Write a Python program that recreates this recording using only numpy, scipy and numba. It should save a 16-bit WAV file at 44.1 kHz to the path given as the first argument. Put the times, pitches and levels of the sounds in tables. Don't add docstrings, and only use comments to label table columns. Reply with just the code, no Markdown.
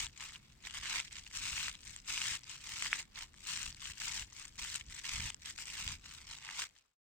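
import sys
import numpy as np
from scipy import signal
from scipy.fft import rfft, irfft
from scipy.io import wavfile
from scipy.ndimage import uniform_filter1d
from numba import njit

SR = 44100
rng = np.random.default_rng(int(sys.argv[2]) if len(sys.argv) > 2 else 0)


def persist_wave(psi):
    counts = np.round(np.clip(psi, -1, 1) * 32767).astype(np.int16)
    wavfile.write(sys.argv[1], SR, np.atleast_2d(counts).T)


N = 310905
TIME = np.arange(N) / SR

# level, treble share, hollow share and left minus right, all in dB.
RESTING = (-74, -3.5, -5, 6)


def crinkle(level_db, treble_db, hollow_db, pan_db, facets_per_s=2500, slide_db=-15, jerk_db=1.5):
    rate = facets_per_s * undb(.5 * (level_db + 42))
    starts = TIME[rng.random(N) < rate / SR]
    size = undb(np.minimum(3.5 * rng.exponential(size=len(starts)), 12))
    modes = 3
    position = (np.arange(modes) + rng.random((len(starts), modes))).ravel() / modes
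    hz = 900 * (15000 / 900) ** position
    size = np.repeat(size, modes) * (hz / 2500) ** .56 * undb(4.5 * rng.standard_normal(len(hz)))
    facets = buckle(N, np.repeat(starts, modes), hz, size, cycles=5.8, flip_cycles=1.64)
    slide = undb(slide_db) * np.sqrt(rate / rate.mean()) * rng.standard_normal((2, N))
    foil = at_microphones(palm_reflection(unit(facets) + slide))
    foil = wrinkle_tone(foil, treble_db, hollow_db)
    jerks = wander(per_s=35)
    return even(foil, .039) * undb(level_db + jerk_db * jerks) * sides(pan_db - .5)


def buckle(length, starts, hz, size, cycles=3.4, flip_cycles=5.6, follow_s=.0007, scatter_db=5.5, links=6):
    out = np.zeros((2, length))
    for link in range(links):
        detune, damping, place, pan, flip, wait = rng.standard_normal((len(starts), 6)).T
        pitch = np.clip(hz * np.exp(.16 * np.sqrt(link) * detune), 300, SR * .4)
        base_cycles = cycles * np.exp(.4 * damping) if link else flip_cycles
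        rings = np.maximum(base_cycles * np.sqrt(pitch / 2500), 1)
        lag_s = .00006 + .00005 * place
        left, right = size * np.sign(flip) * undb(-5 * link) * sides(scatter_db * pan)
        out[0] += ring(length, starts, pitch, rings, left)
        out[1] += ring(length, starts + lag_s, pitch, rings, right)
        starts = starts + follow_s * np.exp(.6 * wait)
    return out


def squeezing(release_db_per_s=450):
    # full grip at and hold in seconds, mid-hold level and swell in dB,
    # attack in dB per second, then treble share, hollow share and left minus right in dB.
    squeezes = [(0.0, 0.045, -39.5, -4.5, 100.0, -3.0, -15.0, 0.5),
                (0.217, 0.148, -51.0, -10.5, 240.0, -4.0, -11.5, 1.0),
                (0.444, 0.088, -67.5, 1.5, 100.0, -5.0, -11.0, 0.0),
                (0.658, 0.021, -48.5, -1.5, 430.0, -4.0, -12.0, -1.0),
                (0.757, 0.028, -44.0, 2.0, 220.0, -5.0, -11.5, 0.5),
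                (0.835, 0.16, -39.5, 1.0, 400.0, -5.0, -12.0, 0.0),
                (1.026, 0.049, -55.5, -3.0, 110.0, -4.0, -16.5, -0.5),
                (1.121, 0.065, -49.0, 5.0, 770.0, -3.5, -16.5, -1.0),
                (1.272, 0.015, -58.0, -7.5, 130.0, -3.0, -16.5, 1.5),
                (1.352, 0.043, -45.0, -2.5, 430.0, -2.5, -15.0, 1.5),
                (1.428, 0.262, -40.5, -3.5, 370.0, -3.5, -14.5, 1.5),
                (1.728, 0.019, -53.5, 2.5, 690.0, -6.5, -15.0, 1.5),
                (1.883, 0.115, -54.0, -10.5, 180.0, -2.0, -17.5, 2.0),
                (2.095, 0.254, -39.5, 2.0, 480.0, -3.5, -15.5, 2.0),
                (2.508, 0.06, -48.0, -4.0, 240.0, -3.5, -14.5, 1.0),
                (2.652, 0.225, -43.5, 7.5, 190.0, -3.0, -14.0, 1.0),
                (2.909, 0.094, -43.5, -2.0, 800.0, -4.0, -12.5, 1.5),
                (3.185, 0.045, -45.5, -0.5, 380.0, -4.0, -11.0, 0.5),
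                (3.507, 0.181, -43.0, -3.0, 170.0, -3.0, -15.0, 2.5),
                (3.82, 0.088, -46.5, -1.0, 280.0, -3.5, -14.5, 2.5),
                (4.022, 0.19, -41.5, -0.5, 260.0, -3.0, -15.0, 2.5),
                (4.413, 0.074, -52.5, -10.5, 140.0, -2.5, -14.0, 1.5),
                (4.591, 0.074, -45.5, -3.0, 950.0, -3.0, -14.0, 1.5),
                (4.727, 0.032, -42.0, 2.0, 120.0, -2.5, -16.0, 1.5),
                (4.799, 0.015, -52.0, -3.0, 1000.0, -5.0, -15.5, 4.0),
                (4.924, 0.069, -48.5, 4.5, 230.0, -3.0, -15.5, 1.0),
                (5.05, 0.248, -43.5, -2.0, 530.0, -3.5, -14.5, 0.5),
                (5.454, 0.047, -47.5, 1.5, 400.0, -3.0, -15.5, 0.5),
                (5.593, 0.025, -44.5, 2.0, 360.0, -2.5, -14.5, 2.0),
                (5.68, 0.02, -47.5, -1.0, 400.0, -3.5, -15.0, 0.5),
                (5.79, 0.145, -44.0, -2.0, 100.0, -3.5, -13.5, 0.5),
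                (6.057, 0.164, -53.5, -4.5, 360.0, -3.5, -11.0, 1.5),
                (6.317, 0.062, -51.0, -7.0, 170.0, -3.5, -12.5, 0.5),
                (6.443, 0.073, -48.0, 3.5, 240.0, -5.5, -9.0, -0.5),
                (6.593, 0.039, -40.5, 0.0, 200.0, -3.5, -11.0, 0.5),
                (6.748, 0.039, -66.5, 6.0, 1000.0, -4.0, -16.5, 0.5)]
    rest_db, *rest_tone = RESTING
    power = (undb(rest_db) * fade()) ** 2 + 1e-14
    tone = np.outer(rest_tone, power)
    for start, hold_s, db, swell_db, attack_db_per_s, *own_tone in squeezes:
        t = TIME - start
        held = np.interp(t, (0, hold_s), (-.5, .5))
        slack_db = attack_db_per_s * np.maximum(-t, 0) + release_db_per_s * np.maximum(t - hold_s, 0)
        own_power = undb(db + swell_db * held - np.minimum(slack_db, 120)) ** 2
        power += own_power
        tone += np.outer(own_tone, own_power)
    return 10 * np.log10(power), *(tone / power)


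def wrinkle_tone(foil, treble_db, hollow_db, edges_hz=(1700, 4500)):
    low, body = (signal.sosfiltfilt(signal.butter(4, hz, fs=SR, output="sos"), foil) for hz in edges_hz)
    hollow, treble = undb(hollow_db), undb(treble_db)
    middle = np.sqrt(np.maximum(1 - treble ** 2 - hollow ** 2, .1))
    return hollow * even(low, .15) + middle * even(body - low, .07) + treble * even(foil - body, .048)


def palm_reflection(x, path_s=.000696, bounce_db=-11):
    delay_s = path_s * np.exp(.36 * wander(per_s=10))
    return x + undb(bounce_db) * np.array([np.interp(TIME - delay_s, TIME, channel) for channel in x])


def at_microphones(x):
    # frequency in Hz, left gain in dB, right gain in dB.
    foil_response = [(297, -21.5, -19.5), (652, -21.5, -18.5), (883, -5, -12.5), (1670, -7.5, -7),
                     (2180, -8.5, -1), (2780, -3.5, -4.5), (4120, -7, -6), (5730, -5.5, -7),
                     (8220, -3.5, -18.5), (9155, -13.5, -29.5), (9600, -23, -31), (11800, -29, -30),
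                     (12500, -21, -29), (16000, -21, -26.5)]
    hz, *gains_db = np.transpose(foil_response)
    return np.array([colour(channel, hz, db) for channel, db in zip(x, gains_db)])


def snaps(gain_db=1, tick_db=8, tick_hz=7500):
    # start in seconds, level in dB, pitch in Hz, tick trim in dB, left minus right in dB.
    creases = [(0.066, -31, 3430, -10, 8), (0.206, -39, 2260, -2, 13), (0.321, -44, 1217, -5, 7),
               (0.35, -39, 2950, -10, 7), (0.357, -36, 2970, -19, 0), (0.67, -31.5, 2330, -16, -0.5),
               (0.708, -34, 3070, -6, 7), (0.745, -34, 2180, -1, 7), (0.856, -28.5, 2110, -9, -4),
               (0.957, -24.5, 2222, -9, -1.5), (1.0, -21.5, 2660, -1, 2.5), (1.079, -41, 3500, -7, -9),
               (1.127, -34.5, 3202, 6, 7), (1.265, -39, 2541, -17, -1), (1.311, -42, 2060, -5, 1),
               (1.371, -26, 2240, 10, 3), (1.578, -26.5, 2450, -30, 2.0), (1.681, -30, 1920, -32, 11),
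               (1.752, -39, 3300, -12, 12), (1.876, -38.5, 8050, -16, 8), (1.962, -31.5, 3330, -3, 2.0),
               (2.058, -46, 2080, -2.5, 10), (2.176, -25, 2795, -44, -0.5), (2.216, -22.5, 2710, -10.5, 6),
               (2.434, -39, 5690, -20, 6.5), (2.495, -35, 3120, -13, 14), (2.823, -21, 2380, -7, 8),
               (2.857, -32, 2470, -21, 8), (2.86, -28, 2100, -22, -2), (2.99, -34, 7700, -16, 8),
               (3.002, -33, 7640, -2, 5), (3.027, -40, 6370, -9, 4), (3.158, -36, 4390, -26, -12),
               (3.175, -38, 1850, -28, -5), (3.208, -43, 1410, -4, 0), (3.341, -46, 1740, -11, 7),
               (3.573, -25.5, 2350, -4, 5), (3.726, -35.5, 5326, -23, -1), (3.746, -38.5, 4330, -7, 2),
               (3.771, -47, 2230, -11, -4), (3.855, -32, 3000, -16, 4.5), (3.899, -36, 1860, -3, 5),
               (3.934, -43, 3070, -19, 2.5), (4.017, -29.5, 2230, -17, 3.0), (4.077, -33.5, 2180, -5, -4),
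               (4.222, -33, 3000, -24, -1), (4.329, -40, 6090, -20, 6), (4.453, -35.5, 2130, 2, 9),
               (4.58, -45.5, 1730, -7, -3), (4.758, -28, 7880, -25, 12), (4.81, -33.5, 3000, -19, -2),
               (4.864, -46, 6160, -14, 9), (4.945, -38, 6040, -2, 11), (5.204, -28.5, 2300, -5, 1.5),
               (5.302, -27, 3130, -9, 5), (5.344, -32, 7700, -10, 5), (5.499, -33.5, 2260, 0, 11),
               (5.587, -38, 2100, -8.5, 13), (5.655, -35, 8100, -9, 8), (5.877, -23, 3200, -12, 1.0),
               (6.152, -48, 7670, -8, 7.5), (6.332, -38, 2710, -9, -3), (6.385, -36, 2920, -4, 4),
               (6.489, -31, 2040, -27, 3)]
    length = 1024
    out = np.zeros((2, N + length))
    for start, db, hz, trim_db, pan_db in creases:
        sizes = np.array([1, undb(trim_db + tick_db)])
        chain = buckle(length, np.full(2, .0008), np.array([hz, tick_hz]), sizes,
                       cycles=4.4, flip_cycles=12.7, follow_s=.00065, scatter_db=5, links=5)
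        snap = at_microphones(chain)
        snap /= np.abs(snap).max(axis=1, keepdims=True)
        first = int(start * SR)
        out[:, first:first + length] += snap * undb(db + gain_db) * sides(pan_db)
    return out[:, :N]


def crack(at_s=2.9302, db=-13.2, hz=2130, width_s=.00024, shiver_db=-12):
    t = TIME - at_s
    push = -np.cos(2 * np.pi * hz * t) * np.exp(-.5 * (t / width_s) ** 2)
    shiver = at_microphones(buckle(N, np.full(3, at_s), np.array([1200., 2700., 7800.]), np.ones(3)))
    return undb(db) * (push + undb(shiver_db) * shiver / np.abs(shiver).max())


def ticks(crackle_db, median_gap_s=1 / 45, rest_db=-52, centre_hz=4200):
    size, octaves, gap = rng.standard_normal((600, 3)).T
    starts = np.cumsum(np.exp(gap)) * median_gap_s
    heard = starts < TIME[-1]
    starts, size, octaves = starts[heard], size[heard], octaves[heard]
    grip_db = np.interp(starts, TIME, crackle_db) - RESTING[0]
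    db = rest_db + 1.5 * size + .34 * grip_db
    hz = np.clip(centre_hz * 2 ** (.77 * octaves), 900, 9000)
    wrinkles = buckle(N, starts, hz, undb(db), cycles=6.6, flip_cycles=6.3, follow_s=.00043, links=4)
    return at_microphones(wrinkles) * fade()


def board(crackle_db, thud_db=-7.5):
    # time of a push in seconds, level in dB.
    pushes = [(0.038, -48), (0.799, -53.5), (1.178, -57), (1.411, -49.5), (1.521, -48), (1.669, -51.5),
              (1.899, -51.5), (2.317, -49.5), (2.89, -61), (3.679, -47), (3.908, -53), (4.217, -46.5),
              (4.619, -50), (4.88, -49), (5.197, -40.5), (5.253, -43), (5.867, -46), (5.897, -44.5),
              (5.944, -51), (6.2, -59)]
    # mode frequency in Hz, gain in dB, 60 dB decay time in seconds.
    modes = [(67.4, 11, 0.065), (99, -1, 0.038), (137, -30.5, 0.039), (230, -22.5, 0.06)]
    starts, push_db = np.transpose(pushes)
    thuds = np.zeros(N)
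    for mode_hz, mode_db, t60 in modes:
        hz = np.full(len(starts), mode_hz, float)
        thuds += ring(N, starts, hz, hz * t60, undb(push_db + mode_db + thud_db))
    return rumble(crackle_db, pushes) + thuds


def rumble(crackle_db, pushes, rest_db=-64.5, grip_db=-22, lean_db=-9, lean_s=.047, lift_s=6.34):
    # frequency in Hz, relative spectral density in dB.
    spectrum = [(12, -23), (20, -1.5), (48, -0.5), (77, -2), (129, -6.5), (220, -12.5), (359, -21),
                (600, -36), (780, -66.5), (1320, -120)]
    hz, db = np.transpose(spectrum)
    width_db = 20 * np.log10(np.clip(hz / 420, .13, 1))
    mid = colour(rng.standard_normal(N), hz, db)
    side = colour(rng.standard_normal(N), hz, db + width_db)
    stereo = np.array([mid + side, mid - side]) / mid.std()
    gripping = np.hypot(undb(rest_db), undb(crackle_db + grip_db))
    lifted = undb(-31 * np.maximum(TIME - lift_s, 0))
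    lowpass = signal.butter(2, 210, fs=SR, output="sos")
    deep = signal.sosfilt(lowpass, colour(rng.standard_normal(N), hz, db))
    swells = [undb(level + lean_db) * np.exp(-.5 * ((TIME - s) / lean_s) ** 2) for s, level in pushes]
    leaning = np.linalg.norm(swells, axis=0)
    return stereo * gripping * lifted * fade() + unit(deep) * leaning


def air(level_db=-73):
    # frequency in Hz, relative spectral density in dB.
    spectrum = [(200, -11.5), (600, -8.5), (2200, -9.5), (5000, -11.5), (8000, -26), (10000, -23.5),
                (15500, -22.5)]
    hiss = np.array([colour(rng.standard_normal(N), *np.transpose(spectrum)) for _ in range(2)])
    return unit(hiss) * undb(level_db) * fade()


@njit
def ring(length, start, hz, cycles, size):
    out = np.zeros(length)
    for k in range(len(start)):
        first = int(start[k] * SR) + 1
        pole = (2j * np.pi - np.log(1000) / cycles[k]) * hz[k] / SR
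        phasor = size[k] * np.exp(pole * (first - start[k] * SR))
        step = np.exp(pole)
        for i in range(max(first, 0), min(length, first + int(cycles[k] * SR / hz[k]))):
            out[i] += phasor.imag
            phasor *= step
    return out


def colour(x, hz, db):
    size = 4096
    bins_hz = np.maximum(np.fft.rfftfreq(size, 1 / SR), 1)
    gain = undb(np.interp(np.log(bins_hz), np.log(hz), db))
    cepstrum = irfft(np.log(gain))
    cepstrum[1:size // 2] *= 2
    cepstrum[size // 2 + 1:] = 0
    response = irfft(np.exp(rfft(cepstrum)))
    return signal.fftconvolve(x, response)[:len(x)]


def even(x, window_s):
    power = uniform_filter1d(x.mean(axis=0) ** 2, max(int(window_s * SR), 1))
    return x / np.sqrt(np.maximum(power, 0) + 1e-4 * power.mean())


def wander(per_s):
    knots = np.arange(0, TIME[-1] + 1, 1 / per_s)
    return np.interp(TIME, knots, rng.standard_normal(len(knots)))


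def fade():
    return np.interp(TIME, (6.66, 6.965), (1, 0))


def sides(pan_db):
    return undb(np.vstack([pan_db, -pan_db]) / 2)


def undb(db):
    return 10 ** (np.asarray(db) / 20)


def unit(x):
    return x / np.sqrt(np.mean(x ** 2))


def scene():
    level_db, *tone = squeezing()
    foil = undb(-2.6) * crinkle(level_db, *tone) + ticks(level_db) + snaps() + crack()
    return foil + board(level_db) + air()


def record(dry, top_hz=15900):
    return signal.sosfilt(signal.ellip(10, .2, 70, top_hz, fs=SR, output="sos"), dry)


dry = scene()
out = record(dry)
persist_wave(out)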